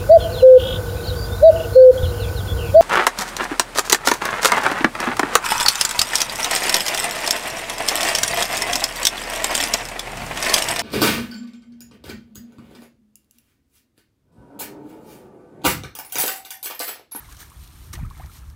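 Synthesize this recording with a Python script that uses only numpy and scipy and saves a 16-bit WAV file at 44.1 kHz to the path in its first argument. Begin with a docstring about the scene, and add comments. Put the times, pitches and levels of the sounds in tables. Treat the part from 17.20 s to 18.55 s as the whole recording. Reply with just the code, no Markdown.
"""Horse wading through a puddle

Hooves in a shallow puddle in an open sand arena: four splashes of shaped droplet clicks.
Spray patters back as denser clicks, larger drops tick, trapped air gurgles as rising, dying tones.
Behind: wind as coloured noise with a cluster of low buffets, faint open air and a short echo."""
import sys
import numpy as np
from scipy import signal
from scipy.fft import rfft, irfft
from scipy.io import wavfile

SR = 44100
rng = np.random.default_rng(int(sys.argv[2]) if len(sys.argv) > 2 else 0)


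def transcribe(signal):
    """Save signal, clipped to [-1, 1], as a 16-bit WAV file at the path in sys.argv[1]."""
    frames = np.atleast_2d(signal).T
    limited = np.clip(frames, -1, 1)
    pcm = np.round(limited * 32767).astype(np.int16)
    wavfile.write(sys.argv[1], SR, pcm)


N = 59535
T = np.arange(N) / SR

# spectrum of falling water: (frequency [Hz], level [dB])
SPRAY_SPECTRUM = [(700, -5), (1500, -1.5), (2600, 4.5), (4200, 5), (5000, 2), (6100, 4.5), (7600, 1),
                  (9200, 6), (10600, -0.5), (12400, 5.5), (16000, -4)]


def undb(db):
    """Decibels to gain."""
    return 10 ** (np.asarray(db) / 20)


def unit(x):
    """Scale to rms 1."""
    return x / np.sqrt(np.mean(x ** 2) + 1e-18)


def curve(rows):
    """Gain that follows (time [s], level [dB]) points."""
    time_s, level_db = np.array(rows).T
    return undb(np.interp(T, time_s, level_db))


def colour(x, points, top_hz=SR):
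    """Shape to a spectrum of (frequency [Hz], level [dB]), dull above top_hz, at rms 1."""
    point_hz, point_db = np.array(points).T
    hz = np.maximum(np.fft.rfftfreq(N, 1 / SR), 1)
    low_end = np.minimum(hz / point_hz[0], 1) ** 2
    high_end = 1 / np.sqrt(1 + (hz / top_hz) ** 8)
    gain = undb(np.interp(np.log(hz), np.log(point_hz), point_db))
    return unit(irfft(rfft(x) * low_end * high_end * gain, N))


def patter(per_s_per_band, spread_db):
    """Random droplet clicks, many small and a few large, drawn separately for each band."""
    # band edges: (frequency [Hz])
    edges_hz = [0, 1500, 2800, 5000, 8000, 11000, 23000]
    hz = np.fft.rfftfreq(N, 1 / SR)
    spectrum = 0
    for low_hz, high_hz in zip(edges_hz, edges_hz[1:]):
        hits = rng.random(N) < per_s_per_band / SR
        size = undb(spread_db * np.minimum(rng.exponential(size=N), 5))
        clicks = hits * size * rng.choice([-1, 1], N)
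        in_band = (hz >= low_hz) & (hz < high_hz)
        spectrum = spectrum + rfft(clicks) * in_band
    return irfft(spectrum, N)


def ring(start_s, hz, fall_s, attack_s, rise_per_s=0):
    """A dying oscillation whose pitch may climb or sink."""
    age_s = np.clip(T - start_s, 0, attack_s + 10 * fall_s)
    swell = np.sin(np.pi / 2 * np.minimum(age_s / attack_s, 1)) ** 2
    decay = np.exp(-np.maximum(age_s - attack_s, 0) / fall_s)
    cycles = hz * (age_s + rise_per_s * age_s ** 2 / 2)
    return swell * decay * np.sin(2 * np.pi * cycles)


def splashes():
    """Each hoof tears the surface into a burst of droplets."""
    # hoof splashes: (start [s], attack [s], hold [s], fall time [s], level [dB],
    #                 dull above [Hz], droplets in each band [1/s])
    hoof_splashes = [(0.18, 0.025, 0.025, 0.0067, -44, 16000, 700),
                     (0.7286, 0.0035, 0.0052, 0.011, -34, 14300, 3760),
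                     (0.7517, 0.0021, 0.0022, 0.0052, -37.5, 4450, 2500),
                     (0.995, 0.0024, 0.0066, 0.013, -53, 2090, 1030)]
    # (frequency [Hz], level [dB])
    spectrum = [(200, 2), (320, 0.5), (550, -8.5), (850, -4), (1250, -1), (1900, 3), (2500, -0.5),
                (3800, -2), (4900, -4), (6200, 4.5), (7600, -5), (9200, 2), (10600, -10), (12300, -3),
                (16000, -1)]
    out = np.zeros(N)
    for start_s, attack_s, hold_s, fall_s, db, top_hz, per_s in hoof_splashes:
        age_s = T - start_s
        attack = np.clip(age_s / attack_s, 0, 1)
        decay = np.exp(-np.maximum(age_s - attack_s - hold_s, 0) / fall_s)
        droplets = colour(patter(per_s, spread_db=1.8), spectrum, top_hz)
        out += undb(db) * attack * decay * droplets
    return out


def spray():
    """Fine drops rain back on the puddle."""
    # falling spray: (time [s], level [dB])
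    spray_level = [(0, -52.5), (.08, -54), (.122, -48), (.14, -54.5), (.18, -51.5), (.255, -51),
                   (.285, -56), (.38, -55), (.44, -50), (.485, -56.5), (.60, -53), (.675, -53.5),
                   (.71, -57), (.78, -53.5), (.83, -59), (.88, -62), (.91, -57.5), (1.01, -54.5),
                   (1.075, -57.5), (1.17, -48.5), (1.225, -60.5), (1.29, -58.5), (1.35, -64.5)]
    droplets = patter(per_s_per_band=3500, spread_db=3)
    return curve(spray_level) * colour(droplets, SPRAY_SPECTRUM)


def drops():
    """Larger drops smack the surface: a short tick with a little noisy spatter."""
    # single drops: (start [s], pitch [Hz], level [dB])
    single_drops = [(0.125, 6950, -36), (0.147, 9900, -44), (0.168, 6000, -39), (0.2048, 8900, -33.5),
                    (0.3, 9750, -40), (0.475, 3930, -42), (0.854, 9100, -44.5), (0.901, 3670, -44),
                    (.976, 8330, -41.5), (1.060, 5360, -43.5), (1.30, 5650, -45)]
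    fall_cycles, attack_s = 2, 0.0007
    spatter_gain, spatter_fall_s = 0.45, 0.0055
    out = np.zeros(N)
    for start_s, hz, db in single_drops:
        tick = ring(start_s, hz, fall_cycles / hz, attack_s)
        envelope = (T >= start_s) * np.exp(-np.abs(T - start_s) / spatter_fall_s)
        spatter = envelope * colour(rng.standard_normal(N), SPRAY_SPECTRUM)
        out += undb(db) * (tick + spatter_gain * spatter)
    return out


def bubbles():
    """Air trapped round the hooves rings, wobbles in level and rises in pitch as it nears the surface."""
    # single bubbles: (start [s], starting pitch [Hz], level [dB], ring time [s],
    #                  pitch rise as a share of the start [1/s])
    single_bubbles = [(.000, 880, -46.5, 0.006, 7.6), (.019, 1590, -45.5, 0.0062, 7.5),
                      (.043, 2055, -43.5, 0.0028, 15), (.086, 1020, -40, 0.0042, 5.1),
                      (.147, 1430, -47, .003, 6), (.227, 1700, -39.5, 0.0035, 6),
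                      (.317, 1061, -45.5, 0.005, 6), (.734, 1180, -33.5, 0.0036, 4.6),
                      (.733, 318, -43.5, 0.015, 3.6), (.7535, 1920, -34.5, 0.0028, 5.9),
                      (.788, 804, -38, 0.0043, 1), (0.846, 1202, -38, 0.0057, 5.9),
                      (.907, 1006, -38, 0.0058, 13.4), (.931, 1614, -49.5, 0.0034, 3),
                      (.949, 1990, -49, 0.0032, 12), (.967, 1250, -47, 0.0034, 6.3),
                      (.9955, 610, -36, 0.0085, 36.3), (1.017, 1090, -41, 0.0054, 16),
                      (1.035, 1870, -47, .004, 6), (1.043, 710, -45.5, 0.003, 31),
                      (1.095, 1320, -41.5, 0.0031, 2.7)]
    attack_share = 0.77  # of ring time: longer-ringing bubbles swell more slowly
    wobble_depth, wobble_top_hz = 0.24, 220
    lowpass = signal.butter(2, wobble_top_hz, fs=SR, output="sos")
    wobble = unit(signal.sosfilt(lowpass, rng.standard_normal(N)))
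    tones = np.zeros(N)
    for start_s, hz, db, fall_s, rise_per_s in single_bubbles:
        tones += undb(db) * ring(start_s, hz, fall_s, attack_share * fall_s, rise_per_s)
    return tones * (1 + wobble_depth * wobble)


def churn():
    """A crowd of small bubbles in the stirred water, each a dying tone that rises in pitch."""
    # churning water: (time [s], level [dB])
    churn_level = [(0, -50), (.03, -54), (.07, -56.5), (.12, -52), (.175, -61.5), (.215, -48), (.26, -57.5),
                   (.42, -63), (.735, -61.5), (.765, -51), (.85, -54), (.885, -60), (1.03, -55),
                   (1.13, -62), (1.18, -58), (1.35, -65)]
    bubbles_per_s, size_spread_db = 1000, 4
    middle_hz, spread_octaves = 1552, 0.45
    fall_cycles, rise_per_s = 4.2, 7.6
    out = np.zeros(2 * N)
    age_s = T[:SR // 20]
    count = int(bubbles_per_s * N / SR)
    places = rng.integers(0, N, size=count)
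    chance = rng.standard_normal((count, 2))
    for at, (pitch, size) in zip(places, chance):
        hz = np.clip(middle_hz * 2 ** (spread_octaves * pitch), 500, 8000)
        tone = np.sin(2 * np.pi * hz * (age_s + rise_per_s * age_s ** 2 / 2))
        decay = np.exp(-age_s * hz / fall_cycles)
        out[at:at + len(age_s)] += undb(size_spread_db * size) * tone * decay
    return curve(churn_level) * unit(out[:N])


def echo(water):
    """Faint scatter from ground and bank: a dying noise tail convolved with the water."""
    level_db, fall_s = -13.5, 0.019
    noise = colour(rng.standard_normal(N), [(200, -10.5), (2000, -2.5), (16000, -6)])
    tail = noise * np.exp(-T / fall_s)
    scatter = signal.fftconvolve(water, tail / np.linalg.norm(tail))[:N]
    return undb(level_db) * scatter


def wind():
    """Eddies rumble on the microphone as low noise; dull buffets ring briefly and sink in pitch."""
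    # wind rumble: (time [s], level [dB])
    wind_level = [(0, -45), (.2, -45.5), (.28, -48), (.42, -39), (.49, -45), (.59, -38.5), (.65, -43),
                  (.72, -35.5), (.80, -31.5), (.87, -30), (.95, -45.5), (1.0, -36), (1.07, -40.5),
                  (1.12, -46.5), (1.35, -39.5)]
    # (frequency [Hz], level [dB])
    spectrum = [(20, -43), (32, -1), (45, -1.5), (68, 4), (97, -6), (145, -12), (250, -30), (450, -45.5),
                (1000, -61)]
    # low buffets: (start [s], starting pitch [Hz], level [dB], ring time [s])
    low_buffets = [(0.775, 61.8, -25.5, 0.065), (0.81, 146.4, -26, 0.015), (0.828, 106.6, -15.5, 0.0063),
                   (.855, 86, -27, 0.02), (1.044, 70.6, -26.5, 0.0023)]
    out = curve(wind_level) * colour(rng.standard_normal(N), spectrum)
    for start_s, hz, db, fall_s in low_buffets:
        out += undb(db) * ring(start_s, hz, fall_s, attack_s=0.00563, rise_per_s=-8.5)
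    return out


def open_air():
    """Steady faint noise of the open arena."""
    # (frequency [Hz], level [dB])
    spectrum = [(100, 7), (300, 8), (520, -4), (800, -3), (1200, 1.5), (2200, -20), (16000, -29.5)]
    level_db = -58
    return undb(level_db) * colour(rng.standard_normal(N), spectrum)


def scene():
    """Water and its echo over wind and open air."""
    water = splashes() + spray() + drops() + bubbles() + churn()
    mix = water + echo(water) + wind() + open_air()
    return mix[None]


def record(dry):
    """The recorder cuts the deepest rumble and the top."""
    low_cut_hz, top_hz = 33, 15750
    highpass = signal.butter(4, low_cut_hz, "high", fs=SR, output="sos")
    lowpass = signal.ellip(10, 0.2, 70, top_hz, fs=SR, output="sos")  # ripple, stopband [dB]
    return signal.sosfilt(lowpass, signal.sosfilt(highpass, dry))


dry = scene()
out = record(dry)
transcribe(out)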